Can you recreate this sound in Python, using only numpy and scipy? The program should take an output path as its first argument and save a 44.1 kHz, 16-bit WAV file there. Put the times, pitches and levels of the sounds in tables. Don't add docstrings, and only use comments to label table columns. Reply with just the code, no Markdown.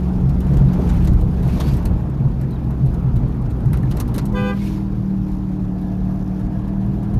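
import sys
import numpy as np
from scipy import signal
from scipy.io import wavfile
from scipy.ndimage import uniform_filter1d

SR = 44100
rng = np.random.default_rng(int(sys.argv[2]) if len(sys.argv) > 2 else 0)


def amplitude_ratio(level_db):
    exponent = np.asarray(level_db, float) / 20
    return 10 ** exponent


def inscribe(sig):
    pcm = np.round(np.clip(np.atleast_2d(sig).T, -1, 1) * 32767)
    wavfile.write(sys.argv[1], SR, pcm.astype(np.int16))


N = 317079
TIME = np.arange(N) / SR

# time in seconds, level in dB.
SURFACE = [(0, 0.5), (.4, 1.5), (.55, 3.5), (.95, 6), (1.2, 2), (1.35, 1.5), (1.6, 5), (1.9, 3),
           (2.15, -0.5), (3.0, 0.5), (3.5, 0), (4.0, 2.1), (4.3, -1), (5.4, -3.5), (5.7, -3.5), (6.3, -1.5),
           (7.19, -2.2)]


def evened(x):
    return x / np.sqrt(np.mean(x ** 2) + 1e-20)


def curves(rows):
    s, *columns = np.transpose(rows)
    return [np.interp(TIME, s, column) for column in columns]


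def add(mix, s, sound):
    part = mix[round(s * SR):][:len(sound)]
    part += sound[:len(part)]


def resonate(x, hz, width_hz):
    r = np.exp(-np.pi * width_hz / SR)
    turn = np.exp(2j * np.pi * hz / SR)
    return 2 * signal.lfilter([1 - r], [1, -r * turn], x + 0j).real


def drift(rate_hz):
    hz = np.geomspace(.1 * rate_hz, rate_hz, 16)[:, None]
    coarse = TIME[::64]
    waves = np.sin(2 * np.pi * (hz * coarse + rng.random(hz.shape))) / np.sqrt(hz)
    return np.interp(TIME, coarse, evened(waves.sum(0)))


def noise(points, size, patchy_db, flicker_db):
    frames, hz = 4 * N // size + 5, np.fft.rfftfreq(size, 1 / SR)
    a, b, patches = rng.standard_normal((frames, len(hz), 3)).T
    patches = uniform_filter1d(patches, size=9, axis=0)
    patches = evened(uniform_filter1d(patches, size=9, axis=1))
    flicker = evened(uniform_filter1d(rng.standard_normal(frames), size=5))
    f, db = np.transpose(points)
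    colour_db = np.interp(np.log(hz + 1), np.log(f + 1), db, left=-90, right=-90)
    z = (a + 1j * b) * amplitude_ratio(colour_db[:, None] + patchy_db * patches + flicker_db * flicker)
    return evened(signal.istft(z, nperseg=size, noverlap=3 * size // 4)[1][:N])


def swells(rows):
    out = np.zeros(N)
    for s, half, db in rows:
        t = np.arange(-3 * half, 3 * half, 1 / SR)
        t = t[t >= -s]
        add(out, s + t[0], amplitude_ratio(db) * np.exp(-(t / half) ** 2))
    return out


def by_facing(levels_db):
    # (0 windscreen, 1 side window, 2 rear pillar, 3 the balance after the
    # shift near 4.2 s).
    facing = [(0, 0.023), (1.3, 0.057), (1.8, 0.65), (2.6, 0.9), (3.35, 0.9), (3.6, 1.5), (4.15, 2.18),
              (4.27, 3), (7.19, 2.91)]
    return np.interp(curves(facing)[0], range(4), levels_db)


def boom_gain():
    # time in seconds, level in dB.
    pumps = [(.29, -16.5), (.52, -17.5), (.64, -14), (.86, -34), (.95, -14.5), (1.11, -22), (1.27, -21),
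             (1.46, -18.5), (1.69, -19.5), (1.92, -22.5), (2.08, -25), (2.24, -15), (2.43, -28.5),
             (2.69, -26), (2.84, -21.5), (3.07, -22), (3.25, -28.5), (3.43, -31), (3.68, -16.5), (3.8, -15),
             (3.91, -18), (4.11, -33), (4.24, -24), (4.4, -25), (5.0, -25), (5.2, -32.5), (6.871, -18.5),
             (7.05, -20.5), (7.18, -19)]
    pump_s = 0.054
    return amplitude_ratio(by_facing((-32.5, -26.5, -36, -38))) + swells([(s, pump_s, db) for s, db in pumps])


def engine_drone():
    # time in seconds, turning rate in Hz.
    speed = [(0, 22.8), (.8, 22.6), (1.4, 22.3), (2.6, 21.5), (3.2, 21.22), (3.8, 20.72), (4.4, 20.01),
             (5.0, 19.28), (5.6, 18.68), (5.9, 18.61), (6.2, 18.74), (6.5, 18.99), (6.8, 19.41),
             (7.19, 20.1)]
    # multiple of the
    # base rate, then front, side, pillar and late levels in dB.
    partials = [(3.05, -20, -27.5, -26.5, -31.5), (6, -39, -38, -37, -37.5), (8, -20.5, -32.5, -39, -31),
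                (10, -44.5, -32, -38.5, -23.5), (14, -38.5, -40, -40.5, -43.5),
                (16, -57, -64, -58.5, -33.5)]
    turns = np.cumsum(curves(speed)[0]) / SR
    drone = np.zeros(N)
    for multiple, *levels_db in partials:
        level_db = by_facing(levels_db) + 1.5 * drift(12) + .7 * drift(1.5)
        drone += amplitude_ratio(level_db) * np.sin(2 * np.pi * multiple * turns + .25 * drift(9.8))
    throb_gain = amplitude_ratio(-6) * boom_gain() + amplitude_ratio(-39.5)
    throb = throb_gain * np.sin(2 * np.pi * 6 * turns + .5 * drift(14))
    return np.sqrt(2) * (drone + throb)


def road_rumble():
    # pitch in Hz, level in dB per Hz.
    rumble_colour = [(14, -46.5), (27, -21.5), (40, -2), (60, -11.5), (85, -15.5), (110, -9.5), (150, -19),
                     (200, -32.5)]
    drum_colour = [(100, -20), (150, 0), (200, 4), (260, 0.5), (340, -10), (420, -13)]
    # time in seconds, level in dB.
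    jolts = [(.18, -17.5), (.35, -35), (.57, -8), (.69, -18.5), (.8, -14), (.91, -16), (1.12, -14.5),
             (1.27, -16), (1.55, -18), (1.7, -32.5), (1.9, -14.5), (2.309, -18), (2.6, -44), (2.9, -25.5),
             (3.16, -17), (3.32, -30.5), (3.52, -29), (3.72, -19), (3.99, -25.5), (4.24, -30.5),
             (4.79, -30.5), (5.65, -28.5), (5.82, -31.5), (6.47, -32), (6.97, -26.5), (7.18, -25)]
    jolt_s = 0.04
    surface_db = curves(SURFACE)[0]
    steady = amplitude_ratio(by_facing((-21, -21.5, -16, -24)) + 0.78 * surface_db)
    shake = steady + swells([(s, jolt_s, db) for s, db in jolts])
    rumble = amplitude_ratio(-3.5) * shake * noise(rumble_colour, size=4096, patchy_db=1.5, flicker_db=-2.5)
    drum_gain = shake ** 0.37 * amplitude_ratio(0.43 * surface_db - 22)
    return rumble + drum_gain * noise(drum_colour, size=2048, patchy_db=1.33, flicker_db=0)


def floor_thumps():
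    # middle in seconds, half length in seconds, level in dB.
    thump_times = [(.55, 0.048, -33), (.8, 0.013, -23), (1.24, 0.047, -29), (1.5, 0.044, -39),
                   (2.25, .02, -29.5), (2.98, 0.018, -32), (3.75, .04, -43), (4.0, 0.033, -39),
                   (4.19, .03, -36)]
    # pitch in Hz, level in dB per Hz.
    thump_colour = [(180, -18), (260, -0.5), (420, 3.5), (650, -6), (1000, -23), (1600, -33)]
    return swells(thump_times) * noise(thump_colour, size=1024, patchy_db=4, flicker_db=4.3)


def cabin_boom():
    boom_hz = 132.7
    boom = resonate(rng.standard_normal(N), boom_hz, width_hz=27.6)
    boom = resonate(boom, boom_hz, width_hz=54)
    return amplitude_ratio(-2.5) * boom_gain() * evened(boom)


def tyre_roar():
    # pitch in Hz, level in dB per Hz.
    roar_colour = [(190, -30.5), (330, -0.5), (469, -5.5), (533, -10), (794, -9.5), (1060, -14.5),
                   (1160, -17), (1380, -20), (2210, -32.5), (3000, -40.5), (3900, -46.5), (6600, -120)]
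    gain = amplitude_ratio(-40.5 + curves(SURFACE)[0] + 3.5)
    return gain * noise(roar_colour, size=1024, patchy_db=1.5, flicker_db=0.67)


def tread_moan():
    # pitch in Hz, width in Hz, level in dB.
    whistles = [(686, 55, -46.5), (1680, 91, -61.5)]
    moan = np.zeros(N)
    for hz, width_hz, db in whistles:
        tone = resonate(rng.standard_normal(N), hz, width_hz)
        moan += amplitude_ratio(db) * evened(resonate(tone, hz, 4 * width_hz))
    start_s, fade_s = 5.6, 0.067
    return moan * np.clip((TIME - start_s) / fade_s, 0, 1)


def trim_rattles():
    # time in seconds, peak in dB, knock below 2.5 kHz and clack near 4 kHz in relative dB.
    rattles = [(0.405, -40.5, -6, -6), (0.5162, -47, 10, -13), (0.534, -44.5, 10, -6),
               (0.5681, -44.5, 9, 0), (0.7324, -39.5, 2, -4.5), (0.8353, -43.5, -11, -20),
               (0.8903, -38.5, 10.5, 2), (0.9372, -46.5, 13, -13), (1.0445, -34.5, -9, -9),
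               (1.072, -39, 9, 0.5), (1.2099, -39.5, -15, -12.5), (1.428, -39, -1, -11),
               (1.6008, -30.5, 4.5, -3), (1.6834, -37, -3, -7.5), (1.7355, -37.5, -1, -6.5),
               (1.7683, -35, -3, -22), (1.8535, -29, -3.5, -9.5), (2.4123, -42.5, 2, -8.5),
               (2.5077, -43, -3, -13), (2.8598, -40.5, -2, -9.5), (3.1598, -42, 2, -6.5),
               (3.731, -33.5, 5, -9.5), (3.9104, -36, 4, -2.5), (3.9673, -35, 4.5, -9),
               (3.9999, -23, -2.5, -10), (4.0772, -38.5, 1, -9), (4.1425, -29, -1, -8.5),
               (4.1603, -36.5, -8, -15), (4.1804, -29, 6, -5.5), (4.2538, -31, -16, -16.5)]
    # time in seconds, peak in dB.
    ticks = [(0.293, -48), (0.465, -47.5), (0.6542, -57), (0.789, -47.5), (1.1318, -45), (1.478, -40),
             (1.6687, -42), (2.097, -52), (2.7055, -50.5), (2.9408, -45), (3.283, -51), (3.3423, -53),
             (3.4176, -52.5), (3.5022, -46.5), (3.604, -47), (3.656, -45.5), (3.771, -41.5), (3.828, -46.5),
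             (4.3216, -47), (5.8143, -50), (6.393, -48.5), (6.6787, -50.5), (6.8605, -54), (7.0292, -50.5),
             (7.138, -45.5)]
    # pitch in Hz, width in Hz, level in dB.
    trim_modes = [(1090, 680, 17), (1860, 470, 5.5), (2840, 880, 6), (3780, 1000, 6), (5300, 1200, -3.5),
                  (6260, 2400, 3), (8790, 1800, -2), (11500, 2200, 0.5)]
    ring_s = 0.064
    tick_rows = [(s, db, 5, -7) for s, db in ticks]
    out, t = np.zeros(N), np.arange(6000) / SR
    for s, peak_db, knock_db, clack_db in list(rattles) + tick_rows:
        unevenness = evened(uniform_filter1d(rng.standard_normal(len(t)), size=60))
        chatter = rng.standard_normal(len(t)) * (1 + 0.45 * unevenness)
        for hz, width_hz, mode_db in trim_modes:
            level_luck, pitch_luck = rng.standard_normal(2)
            if hz < 2500:
                colour_db = knock_db - 6.5
            elif hz < 7500:
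                colour_db = clack_db + 3.5
            else:
                colour_db = 0
            hz *= 1 + 0.036 * pitch_luck
            ring = resonate(chatter, hz, width_hz)
            ring = evened(resonate(ring, hz, 3.24 * width_hz))
            slow = (8000 / hz) ** .5
            shape = 1 - np.exp(-t / (0.0024 * slow ** 1.24))
            shape *= amplitude_ratio(-60 * t / (ring_s * slow ** 0.5))
            shape *= 1 + 0.64 * np.exp(-t / 0.0078) / slow ** 2
            level_db = peak_db - 11 + mode_db + 1.14 * level_luck + colour_db
            add(out, s - .001, amplitude_ratio(level_db) * shape * ring)
    return signal.sosfilt(signal.butter(6, 13800, fs=SR, output="sos"), out)


def trim_squeaks():
    # start in seconds, length in seconds, first and last pitch in Hz, level in dB.
    squeaks = [(.682, .016, 3800, 4100, -51), (1.615, .12, 4500, 4600, -48), (2.428, .032, 1620, 1800, -44),
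               (2.49, .065, 4150, 3900, -57), (2.548, .032, 3350, 3100, -58),
               (2.553, .018, 3900, 3550, -56), (3.825, .025, 1800, 1750, -46),
               (3.915, .04, 3050, 3000, -55), (4.585, .07, 4600, 4550, -55), (4.59, .06, 2200, 2120, -48)]
    out = np.zeros(N)
    for s, length_s, first_hz, last_hz, db in squeaks:
        hz = np.linspace(first_hz, last_hz, int(length_s * SR))
        hz = hz * (1 + .02 * evened(uniform_filter1d(rng.standard_normal(len(hz)), size=200)))
        flutter = 1 + 1.1 * evened(uniform_filter1d(rng.standard_normal(len(hz)), size=110))
        tone = np.sin(2 * np.pi * np.cumsum(hz) / SR)
        add(out, s, amplitude_ratio(db) * flutter * np.hanning(len(hz)) * tone)
    return out


def firing_ticks():
    # middle in seconds, half length in seconds, level in dB.
    buzz_times = [(5.0, .15, -69), (5.3, .13, -64.5), (5.9, .12, -67), (6.22, .17, -65)]
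    # pitch in Hz, width in Hz, level in dB.
    panel_modes = [(5500, 1800, 4), (9600, 1500, -5), (11800, 2200, -2)]
    taps = 58.3 * TIME
    strength_db = 1.5 * rng.standard_normal(500)[taps.astype(int)]
    grit = (1.5 + rng.standard_normal(N)) * rng.choice([-1, 1], N)
    puffs = np.exp(-(taps % 1) / .17) * amplitude_ratio(strength_db) * grit
    ring = np.zeros(N)
    for hz, width_hz, db in panel_modes:
        ring += amplitude_ratio(db) * resonate(resonate(puffs, hz, width_hz), hz, 2 * width_hz)
    ring = signal.sosfilt(signal.butter(6, 13500, fs=SR, output="sos"), ring)
    return swells(buzz_times) * evened(ring)


def horn():
    # pitch in Hz, on and off times in seconds, level in dB.
    horn_pair = [
        (502.5, 4.327, 4.513, -32.5),
        (398.6, 4.33, 4.535, -36.5),
    ]
    # multiple of the pitch, level in dB.
    high_overtones = [(1, 0), (2, -4), (3, -9), (4, -18), (5, -12), (6, -15), (7, -17.5), (8, -33),
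                      (9, -28), (10, -37), (11, -41), (12, -43), (13, -32), (14, -41), (15, -42), (16, -47),
                      (17, -45), (18, -44), (19, -44), (20, -47), (21, -48), (22, -42), (23, -43),
                      (24, -42), (25, -42), (26, -42)]
    low_overtones = [(1, -0.5), (2, -5.5), (3, -5.5), (4, -6.5), (5, -13), (6, -14.5), (7, -22), (8, -24)]
    out, t = np.zeros(N), np.arange(SR // 2) / SR
    for (hz, on, off, level_db), overtones in zip(horn_pair, (high_overtones, low_overtones)):
        turns = np.cumsum(hz * (1 - 0.0315 * np.exp(-t / 0.0116))) / SR
        stop = np.exp(-np.maximum(t - off + on, 0) / .006)
        for k, db in overtones:
            late, phase, sway = rng.random(3)
            delay_s = (0.0073 + 0.027 * late) * (k > 1)
            swing = 1 - np.exp(-np.maximum(t - delay_s, 0) / 0.0069)
            waver_db = 1.1 * np.sin(2 * np.pi * ((5 + 9 * late) * t + sway))
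            waver_db = waver_db * (1 + .2 * k)
            tone = np.cos(2 * np.pi * (k * turns + phase))
            add(out, on, amplitude_ratio(level_db + db + 6 + waver_db) * swing * stop * tone)
    out = out * (1 + amplitude_ratio(-24) * evened(uniform_filter1d(rng.standard_normal(N), size=12)))
    echo = signal.lfilter([1], [1, -.6], rng.standard_normal(len(t)))
    echo = echo * amplitude_ratio(-60 * t / .3) * (t > .006)
    return out + amplitude_ratio(-18) * signal.fftconvolve(out, echo / np.linalg.norm(echo))[:N]


def bushes():
    # closest moment in seconds, half length in seconds, level in dB.
    bush_times = [(.58, 0.09, -63.5), (.93, .14, -54.5), (1.63, 0.15, -46.5), (4.0, 0.28, -73.5),
                  (4.19, 0.039, -60.5), (4.67, 0.11, -48.5), (7.19, 0.018, -80)]
    # pitch in Hz, level in dB per Hz.
    swish_colour = [(940, -33), (1600, -3.5), (1970, -6.5), (2130, -4.5), (2530, -2.5), (2730, -5.5),
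                    (4560, -8.5), (5010, -9.5), (7130, -14.5), (7620, -20), (9210, -16.5), (10200, -17),
                    (12700, -13.5), (15600, -35.5)]
    # pitch in Hz, width in Hz, level in dB.
    rasp_modes = [(2330, 590, 1), (3300, 810, -1.5), (4260, 290, -4.5)]
    steady = amplitude_ratio(by_facing((-55.5, -59.5, -58, -58.5)) + .3 * curves(SURFACE)[0])
    leaves = steady + swells(bush_times)
    swish = leaves * noise(swish_colour, size=512, patchy_db=1.5, flicker_db=1.5)
    rasp = np.zeros(N)
    for hz, width_hz, db in rasp_modes:
        rasp += amplitude_ratio(db) * resonate(rng.standard_normal(N), hz, width_hz)
    return swish + amplitude_ratio(12) * leaves ** 1.496 * evened(rasp)


def scene():
    road = road_rumble() + floor_thumps() + cabin_boom() + tyre_roar() + tread_moan()
    trim = trim_rattles() + trim_squeaks() + firing_ticks()
    return (engine_drone() + road + trim + horn() + bushes())[None]


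def top_cut(x):
    return signal.sosfilt(signal.butter(12, 15700, fs=SR, output="sos"), x)


def record(dry):
    ceiling = .8
    return top_cut(ceiling * np.tanh(dry / ceiling))


dry = scene()
out = record(dry)
inscribe(out)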